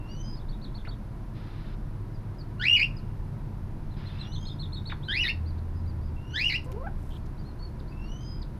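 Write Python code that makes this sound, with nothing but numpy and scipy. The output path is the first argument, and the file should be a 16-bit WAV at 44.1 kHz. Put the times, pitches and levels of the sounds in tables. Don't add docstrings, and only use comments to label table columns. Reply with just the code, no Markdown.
import sys
import numpy as np
from scipy import signal
from scipy.fft import rfft, irfft, next_fast_len
from scipy.io import wavfile
from scipy.ndimage import uniform_filter1d, map_coordinates

SR = 44100
rng = np.random.default_rng(int(sys.argv[2]) if len(sys.argv) > 2 else 0)


def generate_wav(sig):
    pcm = np.round(np.clip(np.atleast_2d(sig).T, -1, 1) * 32767).astype(np.int16)
    wavfile.write(sys.argv[1], SR, pcm)


N = 378819
TIME = np.arange(N) / SR

# freq_hz, density_db
RUMBLE_SPECTRUM = [(11, -27.5), (18, 2), (27, 0.5), (38, 3.5), (46, -4), (59, -11.5), (96, -5.5), (145, -7),
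                   (157, -11.5), (174, -17.5), (209, -11), (223, -14), (247, -23), (313, -19.5),
                   (400, -28.5), (520, -53.5), (880, -120)]
# freq_hz, density_db
AIR_SPECTRUM = [(180, -26.5), (300, -0.5), (452, -8), (490, -7.5), (841, -10.5), (975, -7), (1170, -15.5),
                (1350, -14.5), (3120, -30), (4180, -30.5), (4850, -32), (5260, -33.5), (7420, -41),
                (13200, -39), (15000, -50)]
# freq_hz, density_db
SHEEN_SPECTRUM = [(9000, -40), (9700, -19), (10000, 11.5), (10300, -7.5), (11000, -39)]
# freq_hz, density_db
ROAR_SPECTRUM = [(90, -23.5), (135, 1.5), (155, 1.5), (175, -13), (205, -15), (260, -32.5), (500, -71.5)]
# start_s, length_s, boost_db
DRONE_SWELLS = [(5.263, 0.99, 8), (6.499, 0.7963, 4)]
# start_s, length_s, level_db
HISSES = [(1.341, 0.41925, -58.5), (3.956, 0.337, -55.5)]
# freq_hz, density_db
HISS_SPECTRUM = [(500, -20), (1200, 2.5), (2200, -1.5), (4000, -6), (5100, -13), (5800, -20), (9000, -49)]
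# centre_hz, width_hz, gain_db
HISS_MODES = [(3650, 120, 0), (4053.6, 88, 1.5), (4750, 150, -6), (5002.3, 120, 0)]
# start_s, length_s, level_db, centre_hz, width_ratio
SCRATCHES_AND_NOTES = [(5.578, 0.01898, -64, 3940, .34), (6.64, 0.024, -64, 7900, .83),
                       (6.715, .0058, -55, 12090, .77), (6.716, 0.013182, -54, 2003, 2.2725),
                       (6.98, .21, -69.5, 7900, 2), (7.104, .029, -57, 3150, .19),
                       (7.133, 0.041, -57, 3340, 0.21), (7.257, .016, -63.5, 4330, 0.782)]

# delay_s, gain_db
BOARD_ECHOES = [(.0031, -20.5), (.0074, -5), (0.012, -18), (.019, -10)]
# freq_hz, t60_s
PEN_DECAY = [(300, 0.28), (2000, 0.22), (2800, 0.15), (5000, 0.22), (12000, 0.13)]
# freq_hz, gain_db
BEAK_EQ = [(1000, 1), (4200, 2), (5000, 1), (5500, -13.5), (6000, -12), (6600, -13.5), (7600, -12.5),
           (8400, -14.5), (9300, -19), (12000, -15), (15000, -20)]
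# harmonic, gain_db
FOWL_PARTIALS = [(2, -3.5), (3, -21.5), (4, -34)]
# harmonic, gain_db
THIN_PARTIALS = [(2, -5), (3, -31)]
# harmonic, gain_db
QUAIL_PARTIALS = [(2, -2.5), (3, -13), (4, -19), (5, -24.5), (6, -29)]
# freq_hz, density_db
RUSH_SPECTRUM = [(3000, -9.5), (5500, 8), (7000, -10.5), (9500, -5), (10800, 3.5), (11800, -4.5),
                 (12800, -2), (15000, -10.5)]

# time_s, pitch_hz, contour_db
WHINE_CONTOUR = [(6.66, 495.7, -47), (6.714, 520.4, -45), (6.728, 366.5, -41), (6.75, 396, -40),
                 (6.788, 494, -45.5), (6.83, 568, -41), (6.838, 664, -47.5), (6.86, 664.8, -42),
                 (6.87, 796, -38), (6.89, 743, -46)]
# start_s, length_s, start_hz, top_hz, level_db, overtones_db, second_voice_db
WHISTLES = [(0, 0.38, 2714, 3140, -60, 17, -53.5), (4.131, 0.44, 2620, 3260, -60, 16, -64),
            (6.162, .42, 2700, 3280, -61, 15, -57), (7.911, .49, 2614, 3170, -59.5, 14.5, -55.5)]
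# start_s, length_s, crest_hz, end_drop_ratio, level_db
PEEPS = [(0.084, 0.09, 4760, 0.11, -62), (3.902, 0.04587, 4150, 0.21, -63),
         (5.026, 0.069, 4126, 0.25, -52.5), (5.458, 0.053, 4760, 0.18, -60.5),
         (5.742, 0.0718, 5018, 0.067, -70), (5.858, 0.059, 4850, 0.24, -63),
         (6.014, .082, 4943, 0.0906, -67), (7.377, 0.052, 4802, .22, -64), (7.449, .067, 4311, .07, -61.5),
         (7.591, 0.09, 4452, .04, -56.5), (7.875, 0.057, 4870, 0.2, -66), (8.04, .047, 4576, .1, -65)]
# start_s, length_s, end_hz, level_db
SLURS = [(2.135, 0.039, 4424, -70), (2.384, 0.033, 4290, -54.5), (2.964, 0.03542, 3860, -61),
         (7.793, 0.013, 3150, -57), (8.417, 0.016, 3320, -49.5)]
# crest_s, level_db
YELPS = [(.862, -43), (4.911, -39.5)]
# first_crest_s, last_crest_s, first_hz, last_hz, level_db, dip_ratio
CHIRRUP_RUNS = [(0.375, 0.893, 4570, 4507, -53, .25), (4.072, 4.876, 4186, 4416, -44.5, .2)]
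# start_s, attack_s, rise_s, hold_s, dip_s, start_hz, dip_hz, level_db,
# loss_db_per_oct (below the crest), overtones_db, high_overtones_db, flutter_hz, flutter_db,
# beak_ring_hz, beak_ring_db, rush_db
LOUD_CALLS = [(2.583, 0.025, .11, 0.059, 0.084463, 1352, 2259, -21, 19.5, -18.5, 1, 66.14, 4.5, 14300, -2, -43),
              (5.079, 0.0083, .138, .006, 0.078, 1518, 1865, -27.5, 11, -12.5, -9.5, 124.3, 2.5, 10760, 3.5, -25),
              (6.309, 0.057, .15, .022, .078, 1377, 2078, -27.5, 11.5, -12.5, -1, 106.2, 2.5, 12500, -2, -37)]

CREST_HZ, CREEP_OCT = 2896, .18
DIP_SQUARENESS, STUTTER_HZ, STUTTER_OCT = 2.1, 55.07, .096
FLICK_S, FLICK_OCT, RELEASE_S = .012, .06, .012
RICHER_DB_PER_OCT = 15.5
THROAT_HZ, THROAT_WIDTH_HZ, THROAT_DB = 3447.6, 130, 6.5


def amp(db):
    return 10 ** (np.asarray(db) / 20)


def unit(x):
    return x / np.sqrt(np.mean(x ** 2) + 1e-20)


def along(points, hz):
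    freqs, values = np.transpose(points)
    return np.interp(np.log(hz + 1), np.log(freqs + 1), values)


def curves(rows):
    times, *columns = np.transpose(rows)
    return [np.interp(np.arange(times[0], times[-1], 1 / SR), times, column) for column in columns]


def wobble(rate, size):
    knots = rng.standard_normal(int(size * rate / SR) + 4)
    return map_coordinates(knots, [np.arange(size) * rate / SR])


def ease(u):
    return np.sin(np.pi / 2 * np.clip(u, 0, 1)) ** 2


def fade(size, edge_s):
    t = np.arange(size) / SR
    return ease(np.minimum(t, t[-1] - t) / edge_s)


def filtered(x, response):
    padded = next_fast_len(len(x) + 8192)
    return irfft(rfft(x, padded) * response(np.fft.rfftfreq(padded, 1 / SR)), padded)[:len(x)]


def resonance(f, hz, width_hz):
    return 1j * f * width_hz / (hz * hz - f * f + 1j * f * width_hz)


def noise(spectrum, size):
    return unit(filtered(rng.standard_normal(size), lambda hz: amp(along(spectrum, hz))))


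def add(track, start_s, sound):
    start = max(round(start_s * SR), 0)
    track[start:start + len(sound)] += sound[:N - start]


def outdoors():
    rumble = amp(-35.5 + .23 * wobble(6.7, N)) * noise(RUMBLE_SPECTRUM, N)
    air = amp(-52 + .057 * wobble(5.8, N)) * noise(AIR_SPECTRUM, N)
    sheen = amp(-82.5) * noise(SHEEN_SPECTRUM, N)
    return rumble + air + sheen


def engine(pitch_hz=87.873, doppler_hz=20, nearest_s=4.9, pass_s=2.6, roar_peak_s=3.98, roar_width_s=1.2):
    away = (TIME - nearest_s) / pass_s
    hz = (pitch_hz - doppler_hz * np.tanh(away)) * (1 + .0199 * wobble(14, N))
    swell_db = sum(db * ease(np.minimum(TIME - start_s, start_s + length_s - TIME) / .12)
                   for start_s, length_s, db in DRONE_SWELLS)
    drone_db = -42 - 3 * away ** 2 + swell_db + 1.44 * wobble(15, N)
    drone = np.sqrt(2) * amp(drone_db) * np.sin(2 * np.pi * np.cumsum(hz) / SR)
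    roar = amp(-42.5) / np.hypot(1, (TIME - roar_peak_s) / roar_width_s) * noise(ROAR_SPECTRUM, N)
    return drone + roar


def hiss():
    out = np.zeros(N)
    ring = lambda f: 1 + sum(amp(db) * resonance(f, hz, width_hz) for hz, width_hz, db in HISS_MODES)
    for start_s, length_s, level_db in HISSES:
        size = int(length_s * SR)
        ringing = filtered(noise(HISS_SPECTRUM, size), ring)
        add(out, start_s, amp(level_db) * unit(ringing) * fade(size, edge_s=.01748))
    return out


def straw_and_breathy_notes():
    out = np.zeros(N)
    for start_s, length_s, level_db, hz, width_ratio in SCRATCHES_AND_NOTES:
        size = int(length_s * SR)
        grit = rng.standard_normal(size) * amp(5.3 * wobble(900, size))
        grit = filtered(grit, lambda f: resonance(f, hz, hz * width_ratio) ** 2)
        add(out, start_s, amp(level_db) * unit(grit) * fade(size, edge_s=.0019))
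    return out


def pen(x, boards_db, scatter_db, yard_db, yard_t60_s=.7109):
    hz, t, bands = signal.stft(rng.standard_normal(SR), SR, nperseg=256)
    scatter = signal.istft(bands * amp(-60 * t / along(PEN_DECAY, hz)[:, None]), SR, nperseg=256)[1]
    scatter *= fade(len(scatter), edge_s=.0037)
    yard = rng.standard_normal(len(scatter)) * amp(-60 * np.arange(len(scatter)) / SR / yard_t60_s)
    response = amp(scatter_db) * scatter / np.linalg.norm(scatter)
    response += amp(yard_db) * yard / np.linalg.norm(yard)
    response[0] += 1
    for delay_s, db in BOARD_ECHOES:
        response[round(delay_s * SR)] += amp(db + boards_db)
    return signal.fftconvolve(x, response)[:N]


def beak_gain(hz):
    return amp(along(BEAK_EQ, hz))


def syrinx(hz, level_db, overtones_db, partials, jitter, shimmer_db, rasp=0, beak=beak_gain):
    size = len(hz)
    unsteady_hz = hz * (1 + jitter * wobble(260, size))
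    phase = 2 * np.pi * np.cumsum(unsteady_hz) / SR + rasp * wobble(1100, size)
    overtones = np.zeros(size)
    for harmonic, db in partials:
        k = round(harmonic)
        gain = amp(db + 1.2 * wobble(139, size)) * beak(k * hz) * (k * hz < SR / 2)
        overtones += gain * np.sin(k * phase)
    tone = np.sqrt(2) * (np.sin(phase) + amp(overtones_db) * overtones)
    return tone * amp(level_db + shimmer_db * wobble(157.34, size)) * fade(size, edge_s=.00099)


def fowl(pulse_hz=29.7, pulse_db=4, dark_below_hz=480, dark_db_per_oct=38, trim_db=-1):
    out = np.zeros(N)
    hz, contour_db = curves(WHINE_CONTOUR)
    pulse = np.cos(2 * np.pi * pulse_hz * np.arange(len(hz)) / SR)
    level_db = contour_db + trim_db - pulse_db * pulse
    bright_db = -3 - dark_db_per_oct * np.maximum(np.log2(dark_below_hz / hz), 0)
    whine = syrinx(hz, level_db, bright_db, FOWL_PARTIALS, jitter=.021, shimmer_db=2.5)
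    add(out, WHINE_CONTOUR[0][0], whine)
    return out


def whistles(top_at=.8, loudest_at=.38, brightest_at=.59, second_at=.6, second_hz=5000):
    out = np.zeros(N)
    for start_s, length_s, start_hz, top_hz, db, overtones_db, second_db in WHISTLES:
        u = np.linspace(0, 1, int(length_s * SR))
        hz = start_hz + (top_hz - start_hz) * ease(u / top_at)
        level_db = db - 42 * (u - loudest_at) ** 2
        bright_db = overtones_db - 115 * (u - brightest_at) ** 2
        whistle = syrinx(hz, level_db, bright_db, THIN_PARTIALS, jitter=.0088, shimmer_db=4.5, rasp=.1283)
        add(out, start_s, whistle)
        ends = np.linspace(-1, 1, np.sum(u > second_at)) ** 2
        second = syrinx(second_hz * (1 - .016 * ends), second_db - 11 * ends, -9, THIN_PARTIALS,
                        jitter=.012, shimmer_db=.5)
        add(out, start_s + second_at * length_s, second)
    return out


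def contact_note(hz, db, soft_ends_db=5.5):
    level_db = db - soft_ends_db * np.linspace(-1, 1, len(hz)) ** 2
    return syrinx(hz, level_db, -13, THIN_PARTIALS, jitter=.0058, shimmer_db=3.5)


def peeps(slur_top_hz=5030):
    out = np.zeros(N)
    for start_s, length_s, crest_hz, drop, db in PEEPS:
        ends = np.linspace(-1, 1, int(length_s * SR)) ** 2
        add(out, start_s, contact_note(crest_hz * (1 - drop * ends), db))
    for start_s, length_s, end_hz, db in SLURS:
        fall = np.linspace(0, 1, int(length_s * SR)) ** 2
        add(out, start_s, contact_note(slur_top_hz + (end_hz - slur_top_hz) * fall, db))
    return out


def yelps(path_hz=(1716, 2950, 704), rise_s=.013, fall_s=.019, crack_db=15):
    out = np.zeros(N)
    t = np.arange(-rise_s, fall_s, 1 / SR)
    hz = np.interp(t, (-rise_s, 0, fall_s), path_hz)
    for crest_s, db in YELPS:
        level_db = db - crack_db * (hz / hz.max()) ** 4
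        yelp = syrinx(hz, level_db, -14, FOWL_PARTIALS, jitter=.05, shimmer_db=-4, rasp=.89)
        add(out, crest_s - rise_s, yelp)
    return out


def chirrups(gap_s=.133, half_arch_s=.021, second_arch_s=.036, fade_db_per_s=90,
             warm_up_db=8.5, warm_up_notes=1.36):
    out = np.zeros(N)
    t = np.arange(-half_arch_s, second_arch_s + .76 * half_arch_s, 1 / SR)
    second_arch = .65 + ((t - second_arch_s) / half_arch_s) ** 2
    drop = np.minimum((t / half_arch_s) ** 2, second_arch)
    envelope_db = -2 * drop - fade_db_per_s * np.maximum(t, 0) - 5 * ease(-t / half_arch_s) ** 2
    for first_s, last_s, first_hz, last_hz, db, depth in CHIRRUP_RUNS:
        count = round((last_s - first_s) / gap_s) + 1
        for k, (crest_s, hz) in enumerate(np.linspace((first_s, first_hz), (last_s, last_hz), count)):
            level_db = db - warm_up_db * np.exp(-k / warm_up_notes) + envelope_db
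            note = syrinx(hz * (1 - depth * drop), level_db, -8 - 9 * drop, THIN_PARTIALS,
                          jitter=.0048, shimmer_db=3.5, rasp=.029)
            add(out, crest_s - half_arch_s, note)
    return out


def call_pitch(t, rise_s, hold_s, dip_s, start_hz, dip_hz):
    u = np.clip((t - rise_s - hold_s) / dip_s, 0, 1)
    sunk = np.tanh(DIP_SQUARENESS * np.sin(np.pi * u) ** 2) / np.tanh(DIP_SQUARENESS)
    stutter = STUTTER_OCT * np.sin(2 * np.pi * STUTTER_HZ * t + wobble(60, len(t)))
    climb = (np.log2(CREST_HZ / start_hz) - CREEP_OCT) * (1 - ease(t / rise_s))
    creep = CREEP_OCT * np.maximum(1 - t / (rise_s + hold_s), 0)
    return climb + creep + sunk * (np.log2(CREST_HZ / dip_hz) + stutter) + FLICK_OCT * u * (1 - sunk)


def quail_calls(crack_db=3, attack_db=26, release_db=11):
    out = np.zeros(N)
    for (start_s, attack_s, rise_s, hold_s, dip_s, start_hz, dip_hz, db, loss_db_per_oct, overtones_db,
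         high_db, flutter_hz, flutter_db, ring_hz, ring_db, rush_db) in LOUD_CALLS:
        t = np.arange(int((rise_s + hold_s + dip_s + FLICK_S) * SR)) / SR
        below_oct = call_pitch(t, rise_s, hold_s, dip_s, start_hz, dip_hz)
        hz = CREST_HZ * 2 ** -below_oct
        sag = 1 - hz / np.maximum.accumulate(hz)
        flutter = np.sin(2 * np.pi * np.cumsum(flutter_hz * (1 + .193 * wobble(50, len(t)))) / SR)
        glide = np.gradient(np.log(hz)) * SR
        jump = uniform_filter1d(np.tanh((glide / 26) ** 4), size=90)

        edges_db = attack_db * (1 - ease(t / attack_s)) + release_db * (1 - ease((t[-1] - t) / RELEASE_S))
        level_db = db - loss_db_per_oct * below_oct - edges_db + flutter_db * flutter - crack_db * jump
        partials = [(k, gain_db + high_db * (k > 2)) for k, gain_db in QUAIL_PARTIALS]
        ringing_beak = lambda f: beak_gain(f) + amp(ring_db) * abs(resonance(f, ring_hz, 850)) ** 2
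        flare_db = THROAT_DB / (1 + ((2 * hz - THROAT_HZ) / THROAT_WIDTH_HZ) ** 2)
        flicker_db = 1.5 * wobble(195.8, len(t))
        bright_db = overtones_db + flare_db + RICHER_DB_PER_OCT * below_oct + flicker_db
        voice = syrinx(hz * (1 + .0084 * flutter), level_db, bright_db, partials,
                       jitter=.012 + .05 * sag, shimmer_db=1.5, rasp=.1 + .5 * sag, beak=ringing_beak)

        hoarse = sag / sag.max()
        rush = hoarse * amp(level_db + rush_db) * noise(RUSH_SPECTRUM, len(t)) * fade(len(t), edge_s=.01)
        add(out, start_s, voice + rush)
    return out


def scene():
    lead = pen(quail_calls(), boards_db=-1.5, scatter_db=-6.5, yard_db=-30)
    chatter = chirrups() + peeps() + whistles() + yelps()
    flock = pen(chatter, boards_db=-5.5, scatter_db=-11.5, yard_db=-20.5)
    whine = pen(fowl(), boards_db=-14, scatter_db=-14, yard_db=-24)
    return (lead + flock + whine + straw_and_breathy_notes() + hiss() + engine() + outdoors())[None]


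def record(dry, top_hz=15200):
    return filtered(dry[0], lambda hz: hz < top_hz)[None]


dry = scene()
out = record(dry)
generate_wav(out)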